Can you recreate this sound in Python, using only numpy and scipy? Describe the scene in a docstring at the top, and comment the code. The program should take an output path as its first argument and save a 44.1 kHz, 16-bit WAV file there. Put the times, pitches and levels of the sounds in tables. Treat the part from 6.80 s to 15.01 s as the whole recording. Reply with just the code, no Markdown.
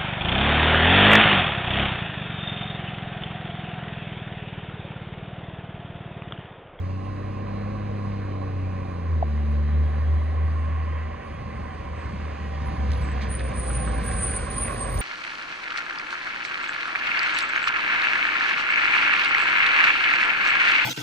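"""A six-cylinder diesel refuse truck comes down a wet street toward a hand-held phone with two microphone ports.
It pulls away, exhaust booming at the firing rate over low rumble, tyre roar and hiss, and shifts up at 2.2 s.
A drip plops close by; the boom throbs after the shift, then drops as the driver lifts off at 4.3 s.
Slowing, the truck nears: gears whine over a faint turbo, bumps thump, gravel crunches and brake drums squeal.
Sines make the pitched sounds, coloured noise the roar; the left port has its own colour, phase and timing."""
import sys
import numpy as np
from scipy import signal
from scipy.fft import rfft, irfft, next_fast_len
from scipy.io import wavfile
from scipy.ndimage import uniform_filter1d, map_coordinates

SR = 44100
rng = np.random.default_rng(int(sys.argv[2]) if len(sys.argv) > 2 else 0)


def transcribe(signal):
    """Save signal, clipped to [-1, 1], as a 16-bit WAV file at the path in sys.argv[1]."""
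    frames = np.atleast_2d(signal).T
    limited = np.clip(frames, -1, 1)
    pcm = np.round(limited * 32767).astype(np.int16)
    wavfile.write(sys.argv[1], SR, pcm)


def ratio(d):
    """dB to gain"""
    e = np.asarray(d, float) / 20
    return 10 ** e


N = 362061
TIME = np.arange(N) / SR
SIZE = next_fast_len(N)
FREQ = np.maximum(np.fft.rfftfreq(SIZE, 1 / SR), 1)

# the engine pulls away, shifts up, lifts off, slows: time_s, firing_rate_hz, exhaust_boom_db
ENGINE = [(0.0, 90.1, -27.5), (0.3, 96.9, -32.5), (1.0, 103.4, -31.5), (1.3, 101.2, -29.5),
          (1.6, 95.5, -31), (1.8, 94.1, -27), (2.08, 92.6, -32.5), (2.22, 86, -30), (2.33, 81.53, -20),
          (2.47, 73.74, -25.5), (2.8, 73.3, -21), (3.1, 75.57, -21), (3.7, 77.5, -22.5), (4.22, 78.35, -27),
          (4.42, 78.54, -41.5), (4.9, 78.1, -37.5), (5.2, 76.72, -34), (5.8, 73.74, -30), (6.1, 71.24, -26),
          (6.7, 64.67, -29.5), (7.2, 58.83, -27), (7.6, 52.73, -37.5), (7.8, 50.47, -38),
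          (8.05, 49.3, -37.5), (8.21, 50, -24)]
# noise of the approaching truck: time_s, thud_db, rumble_db, roar_db, hiss_db, roar_tilt_db_per_octave
ROAD = [(0.0, -49, -44.5, -44, -61, -2), (0.8, -44, -45.5, -40.5, -61, -3),
        (2.2, -52, -44, -42, -60.5, -2.5), (3.4, -48, -41, -40.5, -60, -2),
        (3.9, -47, -41, -39.5, -60.5, -0.5), (4.6, -40.5, -37, -40, -61, -1.1),
        (5.8, -38.5, -36.5, -38, -55, -0.3), (6.15, -34.5, -32, -36.5, -53.5, -0.6),
        (6.45, -34.5, -36.5, -36, -53, -0.6), (6.9, -34.5, -33.5, -36, -51.5, -1),
        (7.43, -34, -33, -34, -49.5, -0.5), (7.7, -36.5, -34, -34.5, -49.5, -1),
        (8.21, -40.5, -35.5, -33, -49, -1.5)]


def curve(rows, column=1, t=TIME):
    """One column of a table, interpolated at every t (seconds, or whatever the first column holds)."""
    rows = np.array(rows, float)
    return np.interp(t, rows[:, 0], rows[:, column])


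def over_hz(rows, column=1):
    """One column of a frequency table, interpolated over log frequency at every bin."""
    rows = np.array(rows, float)
    return np.interp(np.log(FREQ), np.log(rows[:, 0]), rows[:, column])


def unit(x):
    """Scale to rms 1."""
    return x / np.sqrt(np.mean(x ** 2))


def walk(rate, size=N):
    """Random levels, each held for 1 / rate seconds, then slewed smooth; spread about 1."""
    hold = max(int(SR / rate), 2)
    wander = np.repeat(rng.standard_normal(size // hold + 1), hold)
    for span in (hold, hold, hold // 2):
        wander = uniform_filter1d(wander, span)
    return 1.4 * wander[:size]


def noise(colour, flicker_db, rate, tilt_db=0):
    """Coloured noise in overlapping octave bands, each flickering on its own; the tilt turns about the middle."""
    spectrum = rfft(rng.standard_normal(SIZE)) * ratio(over_hz(colour))
    octave = np.log2(FREQ / colour[0][0])
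    count = int(np.log2(colour[-1][0] / colour[0][0])) + 2
    out = 0
    for k in range(count):
        band = np.cos(np.pi / 2 * np.clip(octave - k, -1, 1)) ** 2
        gain = ratio(flicker_db * walk(rate) + tilt_db * (k - count / 2))
        out = out + irfft(spectrum * band, SIZE)[:N] * gain
    return out / np.std(irfft(spectrum, SIZE))


def tone(rows, wander_hz, rate, rough, width_hz, fade_s, flicker_db=0):
    """A line following its (s, Hz, dB) rows, wandering in pitch and level, partly spread into narrow noise."""
    span = slice(int(rows[0][0] * SR), int(rows[-1][0] * SR))
    t = TIME[span]
    hz = curve(rows, t=t) + wander_hz * walk(rate, size=len(t))
    rough = np.clip(rough, 0, 1)
    spread = walk(width_hz, size=len(t)) + 1j * walk(width_hz, size=len(t))
    swing = np.sqrt(1 - rough) + np.sqrt(rough / 2) * spread
    fade = np.clip(np.minimum(t - t[0], rows[-1][0] - t) / fade_s, 0, 1)
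    db = curve(rows, column=2, t=t) + flicker_db * walk(rate, size=len(t))
    out = np.zeros(N)
    out[span] = fade * ratio(db) * (swing * np.exp(2j * np.pi * np.cumsum(hz) / SR)).real
    return np.sqrt(2) * out


def exhaust():
    """Boom at the firing rate and its multiples; in-between and higher multiples fade with the load."""
    # in-between and higher multiples of the firing rate: multiple_of_firing_rate, full_load_level_db
    multiples = [(1 / 2, -44), (2 / 3, -47), (4 / 3, -43), (3 / 2, -49), (5 / 3, -47), (7 / 3, -46),
                 (5 / 2, -52), (8 / 3, -53), (10 / 3, -54), (7 / 2, -55), (11 / 3, -56), (4, -55),
                 (9 / 2, -55), (14 / 3, -54), (5, -58), (6, -55)]
    # how hard the engine pulls: time_s, load_0_to_1
    load_rows = [(0, 0.64), (1, 0.7), (2.1, 0.8), (2.6, 0.1), (3.4, 0.31), (4.2, 0.04), (4.5, 0),
                 (8.21, 0.1)]
    # pitches the tail pipe favours in the second and third multiple: pitch_hz, level_db (strength is added)
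    pipe = [(145, -41), (165, -42), (185, -39.5), (194, -42.5), (204, -33.5), (220, -38), (228, -41.5),
            (234, -46), (265, -47), (288, -41), (308, -46.5)]
    # strength of the second and third multiples, nearly gone from 4.35 s: time_s, strength_db
    pulse_strength = [(0, -2.5), (3.0, 0), (3.5, -11.5), (4.2, -9), (4.35, -46)]
    hz = curve(ENGINE)
    turn = 2 * np.pi * np.cumsum(hz * (1 + 0.00391 * walk(12))) / SR
    # after the upshift the boom throbs a few times
    throb_from_s, throb_to_s, throb_period_s, throb_fade_s = 2.99, 3.8, 0.33, 0.18
    throbbing = np.minimum(TIME - throb_from_s + throb_fade_s, throb_to_s - TIME) / throb_fade_s
    throb = np.cos(2 * np.pi * (TIME - throb_from_s) / throb_period_s)
    throb_db = 2 * np.clip(throbbing, 0, 1) * throb
    # off load the boom is less steady
    load = curve(load_rows)
    coasting = np.clip(1 - load / 0.37, 0, 1)
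    unsteady_db = 0.53 * walk(25) + 0.5 * coasting * walk(6.5)
    out = ratio(curve(ENGINE, column=2) + throb_db + unsteady_db) * np.sin(turn)
    for k in (1, 2):
        pulse_db = curve(pipe, t=(k + 1) * hz) + curve(pulse_strength) + 1.38 * walk(11)
        out += ratio(pulse_db) * np.sin((k + 1) * turn - k)
    load = np.clip(load, 0, 1)
    upper = load ** 0.3  # multiples above the third fade less with the load
    for order, db in multiples:
        strength = (load if order < 3 else upper) * ratio(db + 1.5 * walk(4))
        out += strength * np.sin(order * turn + 2 * np.pi * rng.random())
    return np.sqrt(2) * out


def clatter():
    """Engine clatter rings in the cab's shell; one cylinder knocks harder, once in six firings."""
    # ringing of the shell: time_s, pitch_hz, level_db
    shell = [(0.0, 1071, -49), (2.1, 1070, -45), (2.9, 1090, -62), (3.1, 1084, -49), (3.9, 1075, -40.5),
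             (4.35, 1069, -48), (4.6, 1074, -46), (6.1, 1015, -48.5), (6.4, 1053, -56), (7.2, 1072, -44.5),
             (7.6, 1082, -47.5), (7.9, 1080, -41), (8.03, 1096, -43.5), (8.21, 1090, -47)]
    # the knock grows clearer as the truck nears: time_s, depth_db
    knock_depth = [(0, 1), (5.8, 2), (6.2, 6), (7.2, 9), (8.21, 12)]
    ringing = tone(shell, wander_hz=11.87, rate=13, rough=0.56, width_hz=220, fade_s=0.011, flicker_db=1.5)
    cycle = np.cumsum(curve(ENGINE)) / SR / 6
    knock_cycle = cycle - np.interp(7.91, TIME, cycle)  # a knock falls at 7.91 s
    return ringing * ratio(curve(knock_depth) * np.cos(2 * np.pi * knock_cycle))


def rumble():
    """Gusty thud and rumble of body and exhaust, as two bands of low noise."""
    # colours of the thud and of the rumble: frequency_hz, density_db_per_hz
    thud_colour = [(18, -24.5), (30, -20.5), (45, -0.5), (65, 5), (95, -3), (130, -13.5), (180, -40)]
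    rumble_colour = [(60, -7.5), (100, 3), (140, 1.5), (220, -1), (320, -10), (500, -23.5)]
    thud = ratio(curve(ROAD, column=1)) * noise(thud_colour, flicker_db=1.5, rate=9.7)
    return thud + ratio(curve(ROAD, column=2)) * noise(rumble_colour, flicker_db=2.0, rate=12)


def road():
    """Roar of engine and tyres, puffing once a firing, under wet hiss in two bands."""
    # colours of the roar, the hiss and the topmost hiss: frequency_hz, density_db_per_hz
    roar_colour = [(200, -7.5), (320, -8.5), (400, -6.5), (560, -0.5), (680, -4), (770, 4), (880, -11),
                   (1000, 2), (1150, -1.5), (1330, -10.5), (1550, -7), (2400, -11), (3000, -17),
                   (4000, -34.5), (6300, -71.5)]
    hiss_colour = [(2200, -31), (3000, -5), (4300, -1), (5100, -4), (5500, -11), (6300, -8), (7000, -13),
                   (7400, -22), (8300, -20), (9000, -21), (9600, -25), (9800, -70), (13000, -90)]
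    top_colour = [(9400, -30), (9700, 0), (10400, -3), (10900, -8), (11100, -40)]
    # level of the topmost hiss, faint, silent from 6.52 s: time_s, level_db
    top_level = [(0, -84), (2, -83), (3.3, -83), (4.2, -86), (5.5, -84), (6.4, -79), (6.52, -120),
                 (8.21, -120)]
    firing = np.cos(2 * np.pi * np.cumsum(curve(ENGINE)) / SR)
    puffs_db = 1.2 * (1 + 0.5 * walk(30)) * firing
    roar = noise(roar_colour, flicker_db=1.0, rate=18, tilt_db=curve(ROAD, column=5))
    roar = ratio(curve(ROAD, column=3) + puffs_db) * roar
    top_hiss = ratio(curve(top_level)) * noise(top_colour, flicker_db=-0.5, rate=16)
    hiss = ratio(curve(ROAD, column=4)) * noise(hiss_colour, flicker_db=0.9, rate=18)
    return roar + top_hiss + hiss


def drifting_bands():
    """Broad bands of the roar that drift in pitch as the truck nears."""
    # one list for each band: time_s, centre_hz, level_db
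    drifts = [
        [(0, 2654, -58.5), (1, 2590, -58.5), (2.1, 2456, -59), (2.6, 2270, -70)],
        [(2.2, 1746, -60.5), (3, 1850, -54), (3.8, 1898, -52), (4.6, 1954, -54.5), (5.4, 1949, -54)],
        [(0, 4040, -71), (1, 4040, -62.5), (2.2, 4020, -65.5), (3.4, 3960, -63), (3.9, 4013, -73)],
        [(6.2, 1748, -50), (6.8, 1708, -50), (7.2, 1590, -49), (7.6, 1515, -48), (8.21, 1566, -49)],
        [(6, 2554, -62), (6.8, 2500, -53), (7.5, 2440, -53.5), (8.21, 2400, -54)],
    ]
    return sum(tone(rows, wander_hz=40, rate=6, rough=0.93, width_hz=700, fade_s=0.1, flicker_db=2)
               for rows in drifts)


def streaks():
    """Brief, slightly falling tones scattered at random through the roar, weaker toward the treble."""
    out, t = np.zeros(N), TIME[:int(0.12 * SR)]
    for when, pitch, glide in rng.random((240, 3)):
        octaves = 2.9 * pitch
        hz = 450 * 2 ** octaves
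        start = int(when * (N - len(t)))
        falling = np.sin(2 * np.pi * hz * t * (1 - 0.1 * glide * t))
        out[start:start + len(t)] += ratio(-2 * octaves) * np.hanning(len(t)) * falling
    return np.sqrt(2) * ratio(curve(ROAD, column=3) - 15) * out  # 15 dB under the roar's level


def whines():
    """Thin lines of turbo and gears, and a steady hum of the body while the engine pulls."""
    # two turbo whistles running down: time_s, pitch_hz, level_db
    turbo = [
        [(2.0, 11000, -80), (2.35, 10880, -79), (2.7, 10520, -80), (3.25, 10150, -80), (3.5, 9400, -77),
         (4, 7740, -78), (4.3, 6900, -80), (4.7, 6130, -86)],
        [(4.35, 9600, -82), (4.7, 8750, -80), (5.05, 8180, -77), (5.4, 7746, -74), (5.75, 7455, -78)],
    ]
    # gear whines, most sliding down, a few up: start_s, length_s, first_hz, last_hz, level_db
    gear_slides = [(5.45, 0.71, 2010, 1700, -53), (5.5, 0.63, 796, 763, -44), (5.95, 0.84, 505, 414, -50),
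                   (6.2, 0.73, 763, 681, -47), (6.5, 1.116, 530.5, 462.7, -45.5),
                   (6.8, 0.75, 822, 722, -41), (7.15, .5, 1640, 1460, -45), (7.9, 0.493, 1095, 1125, -42),
                   (4.95, .75, 1095, 1050, -53), (4.85, 0.707, 1020, 910, -48.5), (5.75, .5, 950, 990, -44),
                   (6.72, .3, 1300, 1070, -49), (7.72, 0.39, 545, 570, -48), (7.4, 0.41, 790, 630, -52)]
    # hum of the body: time_s, pitch_hz, level_db
    hum = [(0, 565, -56), (.5, 575, -54), (1.1, 565, -54), (1.9, 562, -51), (2.3, 565, -56), (3, 572, -53),
           (3.6, 578, -55), (4, 575, -60)]
    lines = [[(s, first_hz, db), (s + length, last_hz, db)] for s, length, first_hz, last_hz, db in gear_slides]
    lines.append(hum)
    whistles = sum(tone(rows, wander_hz=35, rate=25, rough=0.85, width_hz=220, fade_s=0.1, flicker_db=2)
                   for rows in turbo)
    return whistles + sum(tone(rows, wander_hz=2.5, rate=12, rough=0.12, width_hz=30, fade_s=0.1, flicker_db=1.3)
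                          for rows in lines)


def brakes():
    """Stick-slip locks onto drum modes: each catch sags and fades, unsteady in pitch, rough in level."""
    # drum modes that catch and let go: start_s, length_s, pitch_hz, level_db
    squeals = [(5.85, .13, 10100, -71), (6.118, 0.14, 10300, -65.5), (6.223, 0.11, 7875, -60),
               (6.496, 0.081, 9300, -42.5), (6.571, 0.13, 9130, -52), (6.642, 0.06, 9510, -55),
               (6.758, 0.19, 9380, -41.5), (6.78, 0.11, 8600, -57), (6.83, 0.18, 7800, -56.5),
               (6.942, 0.12, 9270, -36.5), (7.037, 0.18, 8546, -59), (7.061, 0.062, 8930, -45.5),
               (7.13, 0.059, 9520, -52), (7.205, .03, 10800, -60), (7.238, 0.039, 11260, -51),
               (7.27, 0.036, 10800, -63), (7.241, 0.2, 9340, -38.5), (7.247, .15, 8600, -56),
               (7.36, 0.055, 10800, -57), (7.371, .21, 8240, -45), (7.428, 0.15, 9280, -33),
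               (7.537, 0.2, 8830, -47.5), (7.61, 0.14, 9100, -60), (7.704, 0.047, 9500, -42.5),
               (7.761, 0.12, 9290, -32.5), (7.763, 0.066, 7640, -51), (7.765, .21, 10780, -47.5),
               (7.816, 0.31, 8790, -49.5), (7.881, 0.38, 9100, -47), (7.966, 0.056, 10900, -62),
               (7.981, 0.11, 8600, -39), (8.061, 0.079, 11740, -48), (8.083, 0.073, 8800, -41),
               (8.117, 0.077, 11740, -45), (8.166, 0.052, 8660, -43), (8.183, .04, 9060, -35.5)]
    # a rough screech runs under the squeals: frequency_hz, density_db_per_hz
    screech_colour = [(7000, -26), (7600, -13), (8300, -9), (8800, -5), (9200, 0), (9550, -4), (9720, -40),
                      (10000, -80)]
    # varying loudness of that screech: time_s, level_db
    screech_level = [(6.46, -92.5), (6.5, -57), (6.7, -57.5), (6.74, -56), (6.8, -47), (7.05, -50),
                     (7.2, -58.5), (7.23, -61), (7.28, -48), (7.55, -42), (7.65, -53), (7.8, -51),
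                     (7.95, -48), (8.02, -64), (8.1, -55), (8.21, -51)]
    edge_s, sag_hz_per_s, fade_db_per_s = 0.016, 250, 9
    out = ratio(curve(screech_level) + 3.8 * walk(45)) * noise(screech_colour, flicker_db=3.0, rate=39)
    for s, length, hz, db in squeals:
        rows = [(s - edge_s / 2, hz, db),
                (s + length + edge_s / 2, hz - sag_hz_per_s * length, db - fade_db_per_s * length)]
        squeal = tone(rows, wander_hz=24, rate=70, rough=0.28, width_hz=320, fade_s=edge_s, flicker_db=3.5)
        # the lining scrapes in a broad band around each mode
        scrape = tone(rows, wander_hz=89.8, rate=27, rough=0.94, width_hz=590, fade_s=2 * edge_s, flicker_db=6)
        out = out + squeal + ratio(-15) * scrape
    return out


def gravel():
    """Tyres cross loose gravel: bursts of dense grit, and single stones that ring for a few cycles at most."""
    # crunches of grit: start_s, length_s, level_db (before the envelope), centre_hz
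    crunches = [(5.812, .02, -50, 3500), (6.105, .04, -46, 3700), (6.21, .015, -52, 3800),
                (6.405, .045, -39, 3400), (6.585, .035, -41, 2800), (6.895, .03, -38, 1800),
                (6.93, .04, -47, 4500), (7.065, .03, -38, 1500), (7.62, .02, -52, 6000),
                (7.71, .025, -49, 5600), (7.87, .04, -37, 1600), (7.31, .02, -47, 4200),
                (8.16, .04, -45, 4300)]
    # stones snapping out: start_s, level_db (before the envelope), pitch_hz
    stones = [(6.106, -29, 4200), (6.134, -25, 3900), (6.152, -30, 4000), (6.22, -30, 4200),
              (6.288, -17, 1810), (6.411, -20, 1890), (6.428, -26, 4000), (6.445, -24, 2300),
              (6.608, -18, 1800), (6.718, -22, 2200), (6.905, -13, 1300), (7.076, -13, 1500),
              (7.291, -19, 1500), (7.314, -21, 2000), (7.538, -18, 1900), (7.855, -19, 2200),
              (7.882, -16, 2000), (7.909, -19, 1400), (8.143, -21, 1800)]
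    out = np.zeros(N)
    for s, length, db, hz in crunches:
        t = np.arange(int(3 * length * SR)) / SR
        grit = rng.standard_normal(len(t)) * ratio(3.5 * rng.exponential(size=len(t)))
        bandpass = signal.butter(3, [hz / 2.2, hz * 1.55], "band", fs=SR, output="sos")
        grit = unit(signal.sosfilt(bandpass, grit))
        burst = ratio(db) * grit * np.minimum(3 * t / length, 1) * np.exp(-(t / length) ** 2)
        start = int(s * SR)
        out[start:start + len(t)] += burst[:N - start]
    t = np.arange(SR // 100) / SR
    # smaller stones at random, denser as the wheels come near
    when, size, pitch = rng.random((90, 3)).T
    from_s = 5.6
    small_s = from_s + (TIME[-len(t)] - from_s) * np.sqrt(when)
    small = zip(small_s, -41 - 2.5 * np.log(size), 1500 * 4 ** pitch)
    snap = np.exp(-t / 0.0008) * np.minimum(t / 0.0004, 1) ** 2
    for s, db, hz in stones + list(small):
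        out[int(s * SR):][:len(t)] += ratio(db) * np.sin(2 * np.pi * hz * t) * snap
    return out


def bumps():
    """The body thumps over bumps: each swells for a cycle and dies in a few more."""
    # thumps: start_s, level_db (before the envelope), pitch_hz
    thumps = [(4.79, -30.5, 190), (5.33, -29.5, 190), (6.05, -26, 203), (6.08, -22.5, 75), (6.479, -25, 90),
              (7.0, -27, 202), (7.149, -26.5, 65), (7.219, -25.5, 192.4), (7.295, -20, 65.5),
              (7.5, -28.5, 160), (7.615, -25, 65), (8.14, -20.5, 84.7)]
    out = np.zeros(N)
    for s, db, hz in thumps:
        start = int(s * SR)
        cycles = TIME[:min(SR // 5, N - start)] * hz
        envelope = np.minimum(cycles, 1) * np.exp(-(cycles / 3) ** 2)
        out[start:][:len(cycles)] += ratio(db) * np.sin(2 * np.pi * cycles) * envelope
    return out


def drip(late_s):
    """A drop on something hollow: a few cycles that swell, sag in pitch and die."""
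    t = np.clip(TIME - 2.4259 - late_s, 0, 0.03)
    swell_s = 0.0017
    swell = t / swell_s * np.exp(1 - t / swell_s - (t / 0.0092) ** 4)
    return ratio(-12.5) * swell * np.cos(2 * np.pi * 718 * (t - 0.00117) * (1 - 5 * t))


def lead_left(truck):
    """Shifts the truck in time for the left port as it drifts to the left; the treble is not shifted."""
    # lead of the left port: time_s, earlier_by_ms
    lead = [(0, 0.0034), (4.5, -0.025), (6, -0.0035), (8.21, 0.1)]
    # above 3500 Hz the sound, spread over the wet road, keeps its direction
    lowpass = signal.butter(2, 3500, fs=SR, output="sos")
    body = signal.sosfiltfilt(lowpass, truck)
    places = np.arange(N) + curve(lead) * SR / 1000
    return truck - body + map_coordinates(body, [places], order=3, mode="nearest")


def left_port(x, scattered):
    """The left port's own colour and phase; it also gets scattered sound that the right one does not share."""
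    # left microphone port against right: frequency_hz, level_db, phase_rad, shared_share_0_to_1
    ports = [(40, 0, -.4, .999), (110, 0, -.5, .999), (250, 0, -.66, .995), (420, .4, -1.05, .97),
             (620, 2, -2, .93), (780, -14, -3, .6), (870, -4, -3.3, .8), (1030, -11, -5.2, .75),
             (1300, -5, -6.5, .88), (2000, -.5, -6.75, .94), (2800, -2.5, -6.4, .8), (3500, -1, -6.6, .5),
             (4700, -6.5, -8.2, .55), (5400, -1, -9.3, .9), (6600, -3, -7, .5), (7300, 0, -3.2, .75),
             (8600, 0, -5.7, .9), (9250, 0, -6.3, .99), (9800, 0, -6.6, .99), (11000, 0, -9.2, .9)]
    share = np.clip(over_hz(ports, column=3), 0, 1)
    mix = share * rfft(x, SIZE) + np.sqrt(1 - share ** 2) * rfft(scattered, SIZE)
    response = ratio(over_hz(ports)) * np.exp(1j * over_hz(ports, column=2))
    return irfft(mix * response, SIZE)[:N]


def scene():
    """Right port straight; left port shifted and filtered, with the drip 0.29 ms later."""
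    truck = (rumble() + road() + drifting_bands() + gravel() + bumps() + streaks()
             + whines() + clatter())
    tones = exhaust() + brakes()
    edge = np.clip(np.minimum(TIME, TIME[-1] - TIME) / 0.004, 0, 1)  # fades both ends before the filter
    left = left_port(edge * (lead_left(truck) + tones), road()) + drip(0.00029)
    right = truck + tones + drip(0)
    return np.array([left, right])


def band_limit(x):
    """A steep low-pass at the top of the band."""
    return signal.sosfilt(signal.butter(12, 12600, fs=SR, output="sos"), x)


def record(dry):
    """The two ports as the phone stores them."""
    return band_limit(dry)


dry = scene()
out = record(dry)
transcribe(out)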